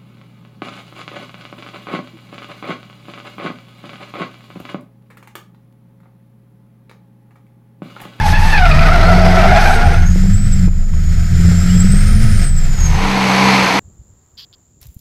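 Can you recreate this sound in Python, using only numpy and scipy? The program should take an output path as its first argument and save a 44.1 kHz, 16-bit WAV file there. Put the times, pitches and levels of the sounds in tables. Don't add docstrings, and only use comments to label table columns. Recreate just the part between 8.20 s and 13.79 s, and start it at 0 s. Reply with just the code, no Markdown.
import sys
import numpy as np
from scipy import signal
from scipy.fft import rfft, irfft, next_fast_len
from scipy.io import wavfile

SR = 44100
rng = np.random.default_rng(int(sys.argv[2]) if len(sys.argv) > 2 else 0)


def unload_wav(signal):
    wavfile.write(
        sys.argv[1],
        SR,
        np.round(np.clip(np.atleast_2d(signal).T, -1, 1) * 32767).astype(np.int16),
    )


N = 246690
TIME = np.arange(N) / SR
# time in seconds, dB from full throttle.
LOAD = [(0, -6.5), (.3, -8), (.45, -1.5), (1.25, -2.5), (1.48, -11.5), (1.6, -3), (1.83, -5), (2.0, 0),
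        (2.12, -3.5), (2.46, -3.5), (2.5, -16), (2.72, -12), (2.84, -6.5), (3.12, -4), (3.25, .5),
        (4.22, -1.5), (4.33, -10), (4.72, -4)]
# centre in Hz, width in Hz, lift in dB.
HOUSING = [(6300, 650, 6), (7860, 320, 8), (8740, 530, -2), (9640, 570, 9), (11420, 760, 9),
           (13300, 500, 6)]


def from_db(db):
    return 10 ** (np.asarray(db) / 20)


def unit_rms(x):
    return x / np.sqrt(np.mean(x ** 2) + 1e-20)


def curves(rows):
    times, *columns = np.transpose(rows)
    return [np.interp(TIME, times, column) for column in columns]


def between(start, end, fade=0.044):
    return np.clip(1 + np.minimum(TIME - start, end - TIME) / fade, 0, 1)


def during(rows):
    return between(rows[0][0], rows[-1][0])


def drift(rate):
    size = next_fast_len(N)
    hz = np.fft.rfftfreq(size, 1 / SR)
    return unit_rms(irfft(rfft(rng.standard_normal(size)) / (1 + (hz / rate) ** 2) ** 2, size)[:N])


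def resonance_db(hz, resonances):
    return sum(lift_db / (1 + (2 * (hz - centre) / width) ** 2) for centre, width, lift_db in resonances)


def coloured(x, spectrum, resonances=()):
    size = next_fast_len(N)
    hz = np.fft.rfftfreq(size, 1 / SR) + 1
    points, levels = np.transpose(spectrum)
    db = np.interp(np.log(hz), np.log(points), levels) + resonance_db(hz, resonances)
    gain = from_db(db) / (1 + (points[0] / 2 / hz) ** 4)
    return unit_rms(irfft(rfft(x, size) * gain, size)[:N])


def noise(spectrum, resonances=()):
    return coloured(rng.standard_normal(N), spectrum, resonances)


def bursts(rows, spectrum, decay_s):
    envelope = 0
    for start, db in rows:
        age = np.maximum(TIME - start + 0.0021, 0)
        attack = np.minimum(age / 0.00086, 1)
        envelope += from_db(db) * attack * np.exp(-age / decay_s)
    return envelope * noise(spectrum)


def running_phase(hz):
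    return 2 * np.pi * np.cumsum(hz) / SR + rng.uniform(0, 2 * np.pi)


def orders(phase, table, uneven_db, smear_rad):
    tone = 0
    for multiple, db in table:
        gain = np.sqrt(2) * from_db(db + uneven_db * drift(34.6))
        tone += gain * np.sin(multiple * phase + smear_rad * drift(37) + rng.uniform(0, 2 * np.pi))
    return tone


def engine():
    # time in seconds, firings per second.
    revs = [(0, 88), (.2, 83), (.36, 77.6), (.52, 73), (1.0, 91), (1.15, 89), (1.35, 99), (1.52, 76),
            (1.9, 89), (2.25, 101.6), (2.55, 84.3), (2.72, 76), (3.25, 86), (3.6, 90.2), (4.05, 108.4),
            (4.16, 104), (4.28, 66.4), (4.75, 80)]
    # multiple of the firing rate, level in dB, share of the load's
    # swing, unevenness in dB, phase smear in radians.
    cab_orders = [(.5, -37.5, 0.28, 11.5, 0.95), (1, -19, .55, 2.5, 0.62), (1.5, -31.5, 0.32, 5, .22),
                  (2, -23, 1, 2.2, 0.16), (2.5, -42, 0.51, 2, 0.16)]
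    # centre in Hz, width in Hz, lift in dB.
    cab_modes = [(84.35, 10.7, 7.5), (101, 8.8, 4), (143.7, 17, 6.5), (181.5, 23.3, 11.5)]
    # time in seconds, level in dB.
    bark_levels = [(0, -57), (.7, -29), (.95, -26), (1.72, -26), (1.85, -49)]
    # multiple of the firing rate, relative level in dB.
    bark_orders = [(3, 3), (4, 2.5), (4.5, -4.5), (5, -4), (5.5, -9.5), (6, 1.5)]
    # frequency in Hz, relative level in dB.
    pipe_colour = [(200, -15), (232, -4), (285, -18.5), (325, -11), (370, -0.5), (440, -5), (560, -12)]
    panel_colour = [(40, 8.5), (55, -7), (79, 13.5), (100, -9), (125, 0), (185, -2.5), (215, -12.5),
                    (245, -20.5), (400, -37), (700, -51.5), (1200, -66)]
    intake_colour = [(250, 3.5), (500, -3), (800, -10), (1100, -12), (1300, 1), (2100, 0), (2800, -9.5),
                     (4500, -9.5), (6000, -10.5), (8000, -8.5), (9000, -19.5), (11500, -19), (13500, -21),
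                     (15500, -26)]
    # centre in Hz, width in Hz, lift in dB.
    bay_modes = [(697, 42, 10.5), (1280, 17, 8), (1890, 67, -0.5), (3185, 62, 6.5), (4340, 78, 3.5),
                 (4800, 80.3, 6.5), (5090, 116, 9.5), (5324, 156, 10.5), (6350, 150, 1.5)]
    firing_hz, = curves(revs)
    load_db, = curves(LOAD)
    phase = running_phase(firing_hz * (1 + 0.0045 * drift(10.9)))
    drone = 0
    for multiple, db, share, uneven_db, smear_rad in cab_orders:
        swell = from_db(share * load_db + resonance_db(multiple * firing_hz, cab_modes))
        drone += swell * orders(phase, [(multiple, db)], uneven_db, smear_rad)
    exhaust = coloured(orders(phase, bark_orders, uneven_db=5, smear_rad=0.62), pipe_colour)
    bark = from_db(curves(bark_levels)[0]) * during(bark_levels) * exhaust
    boom = from_db(-16 + 0.21 * load_db) * noise(panel_colour)
    pulse = unit_rms(from_db(0.38 * np.sin(phase) + 0.5 * np.sin(phase / 2) + drift(36)))
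    intake_db = -37 + load_db + 2.5 * TIME
    intake = from_db(intake_db) * pulse * noise(intake_colour, bay_modes)
    throb = from_db(2 * drift(5.9))
    return throb * drone + bark + boom + intake


def tyres():
    # time in seconds, pitch in Hz, roughness from
    # 0 to 1, relative squeal and scrub levels in dB.
    slide = [(0, 862, 0.32, -19.5, -31.5), (.13, 834.4, 0.24, -16.5, -30.5), (.22, 863.4, 0.41, -21.5, -33),
             (.33, 884.7, 0.23, -31.5, -28), (.41, 736, 0.27, -24.5, -30.5), (.53, 625, .45, -24.5, -29),
             (.62, 654.9, 0.81, -21.5, -29), (1.07, 689.8, .72, -13.5, -28.5),
             (1.33, 697, .8, -16.5, -26.5), (1.5, 714.3, 0.84, -17, -29), (1.6, 733, 0.81, -20, -31),
             (1.75, 729.8, .8, -23.5, -34), (1.9, 725, 0.93, -48, -50)]
    # centre and half length in seconds, lifts of the
    # tone and of the overtones in dB.
    grabs = [(0.003, 0.0057, -2, 13), (0.058, 0.02, 6.5, -2), (.157, 0.03, -4.5, 14.5),
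             (0.345, 0.034, 10.5, 11), (0.435, 0.072, 7.5, 10.5), (1.248, 0.014, 6, 6.5),
             (1.329, 0.021, 6.5, 0.5), (1.379, 0.022, 5, 2.5), (1.488, .026, 6.5, 1), (1.66, .025, 6, -5)]
    # multiple of the pitch, level in dB before the slope.
    overtones = [(2, -1.5), (3, -2.5), (4, -5.5), (5, -4)]
    # start in seconds, relative level in dB.
    snaps = [(.379, 1.5), (.456, -5), (.514, -0.5), (.54, -15), (.567, -6), (.594, -3), (.618, -23),
             (.629, -3), (.662, -8), (.697, -12)]
    # frequency in Hz, relative dB.
    scrub_colour = [(250, -6), (350, -15.5), (520, -15), (800, -2.5), (1050, -10), (1350, -10.5),
                    (1700, -8.5), (2200, -11), (3100, -18.5), (5200, -20.5), (7000, -37), (11400, -42.5),
                    (13500, -47), (15500, -60)]
    snap_colour = [(1200, -12), (2000, -7), (2450, 14.5), (2900, -9), (4800, -3), (7000, -50), (15000, -55)]
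    slope_db = -6
    hz, roughness, squeal_db, scrub_db = curves(slide)
    screech_db = scrub_db - 4.5 + 14 * roughness
    for centre, half_length, tone_db, overtone_db in grabs:
        flare = np.exp(-((TIME - centre) / half_length) ** 2)
        squeal_db += tone_db * flare
        screech_db += overtone_db * flare
    squeal = screech = 0
    for detune, patch_db in [(0, -3), (-0.09, -12.5), (0.15, -7.5)]:
        scatter = detune + 0.042 * drift(21.76) + 0.045 * drift(269)
        phase = running_phase(hz * (1 + roughness * scatter))
        grip = from_db(patch_db + 2.3 * drift(45))
        squeal += grip * np.sin(phase)
        for k, db in overtones:
            screech += grip * from_db(db + (k - 3) * slope_db + 3.2 * drift(60)) * np.sin(k * phase)
    scrub = from_db(scrub_db + 8.5 + 1.46 * drift(91)) * noise(scrub_colour, HOUSING)
    chatter = from_db(-13) * bursts(snaps, snap_colour, decay_s=0.012)
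    sliding = from_db(squeal_db + 3.5) * squeal + from_db(screech_db) * screech + scrub
    return sliding * during(slide) + chatter


def wind():
    # time in seconds, relative level in dB.
    buffet = [(0, -17), (.15, -9), (2.8, -12), (3.5, -16.5), (3.8, -9), (4.45, -9.5), (4.55, -13.5),
              (4.85, -15.5), (5.1, -49)]
    shedding_hz = 23.68 * (1 + 0.16 * drift(14))
    phase = running_phase(shedding_hz)
    return from_db(curves(buffet)[0] + 4.5 + 0.28 * drift(19)) * np.sin(phase) * during(buffet)


def ride():
    # start in seconds, relative level in dB.
    overloads = [(1.961, -13), (2.04, -12), (2.058, -10), (2.478, -13), (3.251, -14), (3.32, -13.5),
                 (3.434, -13)]
    knocks = [(2.484, -35), (2.533, -38), (2.63, -36), (2.737, -34), (2.768, -47)]
    # frequency in Hz, relative level in dB.
    rolling_colour = [(250, 6), (700, 6), (1100, -11.5), (2500, -55), (6000, -27), (15000, -40)]
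    overload_colour = [(200, 6.5), (380, 7), (550, -14), (900, -9.5), (2000, -55)]
    fitting_colour = [(600, -9), (1050, 2), (1500, -4), (2500, -6), (3500, -19), (9000, -30)]
    overload_thumps = from_db(-5.5) * bursts(overloads, overload_colour, decay_s=0.0054)
    rattles = bursts(knocks, fitting_colour, decay_s=0.0059)
    return from_db(-47.5) * noise(rolling_colour) + overload_thumps + rattles


def puffs():
    # start and end in seconds, level in dB.
    spans = [(0.063, 0.117, -28), (0.197, 0.322, -31.5), (1.417, 1.556, -30.5)]
    # frequency in Hz, relative level in dB.
    puff_colour = [(2500, 6), (4500, 12), (8000, -3), (11500, -5), (15500, -16)]
    envelope = sum(from_db(db) * between(start, end, fade=0.03) for start, end, db in spans)
    return envelope * noise(puff_colour, HOUSING)


def turbo():
    # time in seconds, whistle pitch in Hz.
    pitch = [(1.7, 5900), (1.86, 6470), (2.0, 7003), (2.15, 7680), (2.26, 8050), (2.4, 7350), (2.52, 7100),
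             (2.62, 7100), (2.78, 6860), (3.1, 6990), (3.45, 7440), (3.6, 7622), (3.69, 7970), (3.86, 8760),
             (4.08, 9540), (4.25, 8240), (4.6, 6673), (4.82, 6080)]
    # centre in Hz, width in Hz, lift in dB.
    duct_modes = [(6504, 72, 12.5), (6630, 194, 11.5), (7370, 35, 7.5), (7650, 130, 13.5), (8120, 520, 9),
                  (7680, 70, 5.5), (8100, 69, 3), (8300, 91, 2), (9325, 130, 6)]
    # start and end in seconds, first and last pitch
    # in Hz, level in dB.
    spool_ups = [(0.325, 0.522, 3500, 3780, -37), (0.726, 1.119, 3842, 5000, -32.5),
                 (0.979, 1.124, 5166, 5620, -36), (1.3, 1.614, 5598, 6763, -42),
                 (1.09, 1.875, 6300, 9894, -45.5), (3.469, 3.578, 2766, 3460, -37)]
    hz, = curves(pitch)
    load_db, = curves(LOAD)
    full_throttle_db = -46.5 + 2.5 * TIME
    db = full_throttle_db + 0.67 * load_db + resonance_db(hz, duct_modes)
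    phase = running_phase(hz * (1 + 0.00309 * drift(250)))
    blades = from_db(db + 2.7 * drift(86) + 1.8 * drift(23)) * np.sin(phase)
    octave = from_db(0.5 * db - 37 + 2.93 * drift(120)) * np.sin(2 * phase + 0.81 * drift(500))
    skirt = from_db(0.63 * db - 18.5) * (drift(503) * np.sin(phase) + drift(615) * np.cos(phase))
    whistle = (blades + octave + skirt) * during(pitch)
    for start, end, from_hz, to_hz, level_db in spool_ups:
        progress = np.clip((TIME - start) / (end - start), 0, 1)
        glide_hz = from_hz * (to_hz / from_hz) ** progress
        swell = from_db(level_db + 4.54 * drift(50.34)) * np.abs(np.sin(np.pi * progress)) ** 0.5
        whistle += swell * np.sin(running_phase(glide_hz * (1 + 0.02 * drift(386.8))))
    return whistle


def drive_by():
    # time in seconds, firings per second, level in dB.
    note = [(4.78, 64, -24.5), (4.85, 64.5, -18.5), (4.95, 64.9, -16.5), (5.12, 63.5, -16),
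            (5.28, 65, -12.5), (5.42, 64, -16), (5.5, 60, -25.5), (5.59, 66.5, -18.5)]
    # multiple of the firing rate, relative level in dB.
    note_orders = [(1, -24), (2, -11), (3, -1), (4.5, -23), (7, -16.5)]
    # frequency in Hz, relative level in dB.
    roar_colour = [(110, -8.5), (170, -8), (280, 0), (370, -4.5), (600, -4.5), (800, 2), (1000, -1),
                   (1600, -7), (2250, -4.5), (3300, -12), (4400, -14.5), (6500, -23.5), (8500, -33.5),
                   (11500, -36.5), (15500, -52)]
    hiss_colour = [(1800, -3), (2300, 9.5), (3200, -23), (4400, 2), (6000, -17), (8500, -28), (15500, -45)]
    # centre in Hz, width in Hz, lift in dB.
    roar_peaks = [(455, 38.5, 1.8), (984, 115, 4.9), (2150, 410, 2.6), (4280, 330, 3.9)]
    closest_s, distance_m, speed_m_per_s = 5.332, 3.77, 13.3
    firing_hz, exhaust_db = curves(note)
    nearness = distance_m / np.hypot(distance_m, speed_m_per_s * (TIME - closest_s))
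    phase = running_phase(firing_hz)
    exhaust = from_db(exhaust_db) * orders(phase, note_orders, uneven_db=0, smear_rad=0.051)
    pulse = unit_rms(from_db(0.81 * np.sin(phase) + 0.46 * drift(90)))
    roar = from_db(-12) * nearness * noise(roar_colour, roar_peaks + HOUSING)
    hiss = from_db(-20) * nearness ** 3 * noise(hiss_colour)
    fade_in = from_db(69 * np.minimum(TIME - 4.825, 0))
    return exhaust * during(note) + pulse * (roar + hiss) * fade_in


def scene():
    fade_out = from_db(-115 * np.maximum(TIME - 4.73, 0))
    on_board = fade_out * (engine() + turbo() + ride())
    return (on_board + tyres() + puffs() + wind() + drive_by())[None]


def record(dry):
    cutoff_hz = 15450
    clipped = dry / (1 + dry ** 16) ** (1 / 16)
    return signal.sosfilt(signal.ellip(12, 0.1, 90, cutoff_hz, fs=SR, output="sos"), clipped)


dry = scene()
out = record(dry)
unload_wav(out)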